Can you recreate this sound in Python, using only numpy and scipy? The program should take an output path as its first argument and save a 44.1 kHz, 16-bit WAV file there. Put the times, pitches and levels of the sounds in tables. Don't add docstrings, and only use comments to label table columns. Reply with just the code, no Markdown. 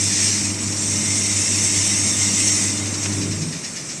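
import sys
import numpy as np
from scipy import signal
from scipy.fft import rfft, irfft
from scipy.io import wavfile
from scipy.ndimage import uniform_filter1d, map_coordinates

SR = 44100
rng = np.random.default_rng(int(sys.argv[2]) if len(sys.argv) > 2 else 0)


def generate_wav(signal):
    frames = np.transpose(np.atleast_2d(signal))
    scaled = np.clip(frames, -1, 1) * 32767
    pcm = np.round(scaled).astype(np.int16)
    wavfile.write(sys.argv[1], SR, pcm)


N = 176400
SWITCH_S = 3.056


def undb(db):
    return 10 ** (np.asarray(db) / 20)


def unit(x):
    return x / np.sqrt(np.mean(x ** 2))


def fader(t, rows):
    return undb(np.interp(t, *np.array(rows).T))


def wander(rate_hz):
    hold = int(SR / rate_hz)
    steps = np.repeat(rng.standard_normal(N // hold + 1), hold)
    return unit(uniform_filter1d(uniform_filter1d(steps, hold), hold)[:N])


def colour(x, eq):
    hz, db = np.array(eq).T
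    f = np.fft.rfftfreq(N, 1 / SR) + 1
    gain = undb(np.interp(np.log(f), np.log(hz), db))
    return unit(irfft(rfft(x) * gain, N))


def ring(x, modes, width_hz):
    f = np.fft.rfftfreq(N, 1 / SR)
    response = sum((-1) ** k * undb(db) / (1 + 2j * (f - hz) / width_hz)
                   for k, (hz, db) in enumerate(modes))
    return unit(irfft(rfft(x) * response, N))


def tray(t):
    # time in seconds, level in dB.
    flow_levels = [(0, -18), (.17, -21), (.24, -18), (.31, -20), (.37, -22), (.45, -22), (.58, -29),
                   (.63, -25.5), (.68, -26.5), (.82, -23.5), (.88, -21), (1.08, -21.5), (1.6, -20),
                   (1.85, -18), (2.0, -19), (2.14, -20.5), (2.22, -19), (2.52, -18.5), (2.65, -20.5),
                   (2.76, -24.5), (2.92, -28.5), (3.08, -25.5), (3.2, -28), (3.5, -32), (4, -34)]
    low_ring_levels = [(0, -43), (.3, -43), (.6, -43), (.85, -52), (.95, -39), (1.2, -38), (1.55, -34.5),
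                       (2.2, -33), (2.6, -35.5), (2.9, -41.5), (4, -52)]
    # frequency in Hz, relative level in dB.
    seethe_eq = [(1500, -20), (2100, -10.5), (3100, -13.5), (3800, -10.5), (4800, -11), (5150, -6.5),
                 (5420, -2), (6900, -1), (7650, 3), (8450, 0), (9050, -10.5), (10900, -18.5),
                 (11600, -32.5), (14500, -31)]
    swish_eq = [(1200, -18), (1900, 2.5), (2350, 3), (3300, -4), (4400, 4.5), (5800, 9.5), (8300, -5),
                (9200, -21), (11000, -10), (12000, -30), (14500, -35)]
    # frequency in Hz, relative level in dB.
    low_modes = [(1890, -6), (2019, -4), (2110, -1), (2230, -6), (2643, -8), (2719, -8), (2850, -9),
                 (3106, -9), (3575, -4), (3801, -7), (4400, -8)]
    high_modes = [(5412, -3), (5469, 0), (5588, 0), (5636, 0), (5873, -2), (6218, 0), (6605, -1),
                  (6967, -4), (7565, -2), (7620, -3), (7680, -2), (8320, -5)]
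    flow = fader(t, flow_levels) * undb(.6 * wander(29.98))
    seethe = undb(-1.39) * colour(granules(), seethe_eq)
    settling = np.interp(t, [3, 4.2], [1, .4])
    high_ring = settling * undb(-6) * ring(granules(), high_modes, width_hz=37)
    low_ring = fader(t, low_ring_levels) * ring(granules(), low_modes, width_hz=16.5)
    spill = undb(-24) * np.exp(-((t - .24) / .22) ** 2)
    swish = np.hypot(undb(-29) * shaker_strokes(t), spill) * colour(granules(), swish_eq)
    return flow * (seethe + high_ring) + low_ring + swish


def shaker_strokes(t):
    stroke_hz, slowing_hz_per_s = 11.25, 4.56
    since = t - 3.022
    phase = (stroke_hz * since - slowing_hz_per_s * since ** 2 / 2) % 1
    rise, hold, fall = .12, .1, .17
    throw = np.minimum(phase / rise, 1) * np.exp(-np.maximum(phase - rise - hold, 0) / fall)
    slide = .29 * (1 - throw)
    return throw + slide


def granules(hits_per_s=14000, sheet_t60_s=.19):
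    hits = (rng.random(N) < hits_per_s / SR) * rng.choice([-1, 1], N)
    hits = hits * undb(3 * np.minimum(rng.exponential(size=N), 5))
    age = np.arange(SR // 4) / SR
    tail = rng.standard_normal(len(age)) * np.exp(-np.log(1000) * age / sheet_t60_s)
    sheet = signal.fftconvolve(hits, tail)[:N]
    return shifting(unit(hits) + unit(sheet))


def shifting(x, patch_hz=170, patch_s=.042, depth_db=2.6):
    f, t, spectrum = signal.stft(x, SR, nperseg=1024)
    grid = np.meshgrid(f / patch_hz, t / patch_s, indexing="ij")
    patches = rng.standard_normal([int(axis.max()) + 2 for axis in grid])
    gain = undb(depth_db * map_coordinates(patches, grid))
    return unit(signal.istft(spectrum * gain, SR)[1][:N])


def tray_singing(t, waver_hz=18):
    # peak time in seconds, half length in seconds, pitch in Hz, relative level in dB.
    notes = [(.26, .08, 5490, -27), (1.1, .17, 2110, -34), (1.27, .12, 5610, -29), (1.48, .1, 2643, -34.5),
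             (1.5, .06, 6966, -31), (1.85, .1, 6218, -29), (1.86, .17, 5466, -30), (2.4, .13, 2830, -37.5),
             (2.45, .12, 3106, -37.5), (2.5, .1, 6600, -29), (2.64, .13, 2019, -35)]
    out = 0
    for peak_s, half_s, hz, db in notes:
        swell = undb(db - 1.5) * np.exp(-((t - peak_s) / half_s) ** 2)
        tone = np.sin(2 * np.pi * np.cumsum(hz + waver_hz * wander(120)) / SR)
        flutter = undb(1.4 * wander(35.1))
        out = out + swell * tone * flutter
    return out


def mains_hum(t, throb_hz=4.6, buzz_off_s=3.22, hum_off_s=3.436):
    # frequency in Hz, relative level in dB.
    harmonics = [(100, -30), (200, -36.5), (300, -36)]
    # frequency in Hz, relative level in dB.
    shake_eq = [(20, -3), (60, 0), (120, -14), (400, -50)]
    surge_db = np.interp(t, [SWITCH_S, SWITCH_S + .13, hum_off_s], [0, 6, 0])
    fall_db = np.clip((hum_off_s - t) * 150, -23, 0)
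    buzz_fade = undb(np.clip((buzz_off_s - t) * 130, -10, 0))
    throb_depth = np.interp(t, [0, SWITCH_S], [.44, .15])
    throb = 1 - throb_depth * np.cos(2 * np.pi * throb_hz * (t - 1.25))
    first, second, third = (undb(db + .6 * wander(12)) * np.sin(2 * np.pi * (hz * t + rng.random()))
                            for hz, db in harmonics)
    shake = undb(-59) * colour(rng.standard_normal(N), shake_eq)
    buzz = undb(2.5 * wander(18)) * second + third
    return (throb * first + buzz_fade * buzz + shake) * undb(1.5 + surge_db + fall_db)


def motor(t, off_s=3.15, run_down_s=1.1, housing_hz=170):
    # frequency in Hz, level in dB.
    shaft_tones = [(93.2, -45), (209, -42), (217, -39), (249, -45), (313.9, -45), (383.5, -49)]
    coasting = np.maximum(t - off_s, 0)
    speed = np.exp(-coasting / run_down_s)
    shudder_db = 8.5 * np.exp(-((t - 3.36) / .12) ** 2)
    out = 0
    for hz, db in shaft_tones:
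        pitch = hz * speed * (1 + .013 * wander(25.08))
        resonance = np.exp(-(np.log(pitch / housing_hz) / .43) ** 2)
        rough_db = 2.6 * wander(40)
        fade_db = 45 * (1 - resonance) * coasting
        gain = undb(db + rough_db + resonance * shudder_db - fade_db)
        out = out + gain * np.sin(2 * np.pi * (np.cumsum(pitch) / SR + rng.random()))
    return out


def switch(t, hold_s=.005, decay_s=.0081):
    # frequency in Hz, relative level in dB.
    clack_eq = [(60, -13), (200, 9), (400, -4), (950, -3), (1500, -2.5), (3200, -2), (4500, -20),
                (12000, -40)]
    age = t - SWITCH_S
    envelope = (age > 0) * np.exp(-np.maximum(age - hold_s, 0) / decay_s)
    return undb(-25.5) * envelope * colour(rng.standard_normal(N), clack_eq)


def housing(t, drone_peak_s=3.41):
    # frequency in Hz, relative level in dB.
    drone_modes = [(152, -1), (166, -3)]
    # time in seconds, level in dB.
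    rumble_levels = [(0, -34), (2.6, -33), (3.12, -34), (3.21, -27), (3.27, -29), (3.42, -31.5), (3.6, -36),
                     (4, -40)]
    rush_levels = [(0, -39), (2, -36.5), (3.15, -37), (3.5, -41), (4, -43.5)]
    # frequency in Hz, relative level in dB.
    rumble_eq = [(25, -35), (50, -27), (80, -7), (115, -4.5), (150, -0.5), (220, -0.5), (320, -2),
                 (420, -10), (600, -25), (1200, -57)]
    rush_eq = [(200, -10), (450, 1.5), (600, 3.5), (800, -1.5), (1050, 0.5), (1600, -3.5), (2400, 0),
               (5000, -26.5)]
    drone_db = -32.5 - 26 * np.abs(t - drone_peak_s)
    drone = undb(drone_db) * ring(rng.standard_normal(N), drone_modes, width_hz=14)
    rumble = fader(t, rumble_levels) * colour(rng.standard_normal(N), rumble_eq)
    rush = fader(t, rush_levels) * colour(rng.standard_normal(N), rush_eq)
    return drone + rumble + rush


def scene():
    t = np.arange(N) / SR
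    mix = tray(t) + tray_singing(t) + mains_hum(t) + motor(t) + housing(t) + switch(t)
    return np.tile(mix, (2, 1))


def record(dry):
    return signal.sosfilt(signal.ellip(10, .2, 80, 14100, fs=SR, output="sos"), dry)


dry = scene()
out = record(dry)
generate_wav(out)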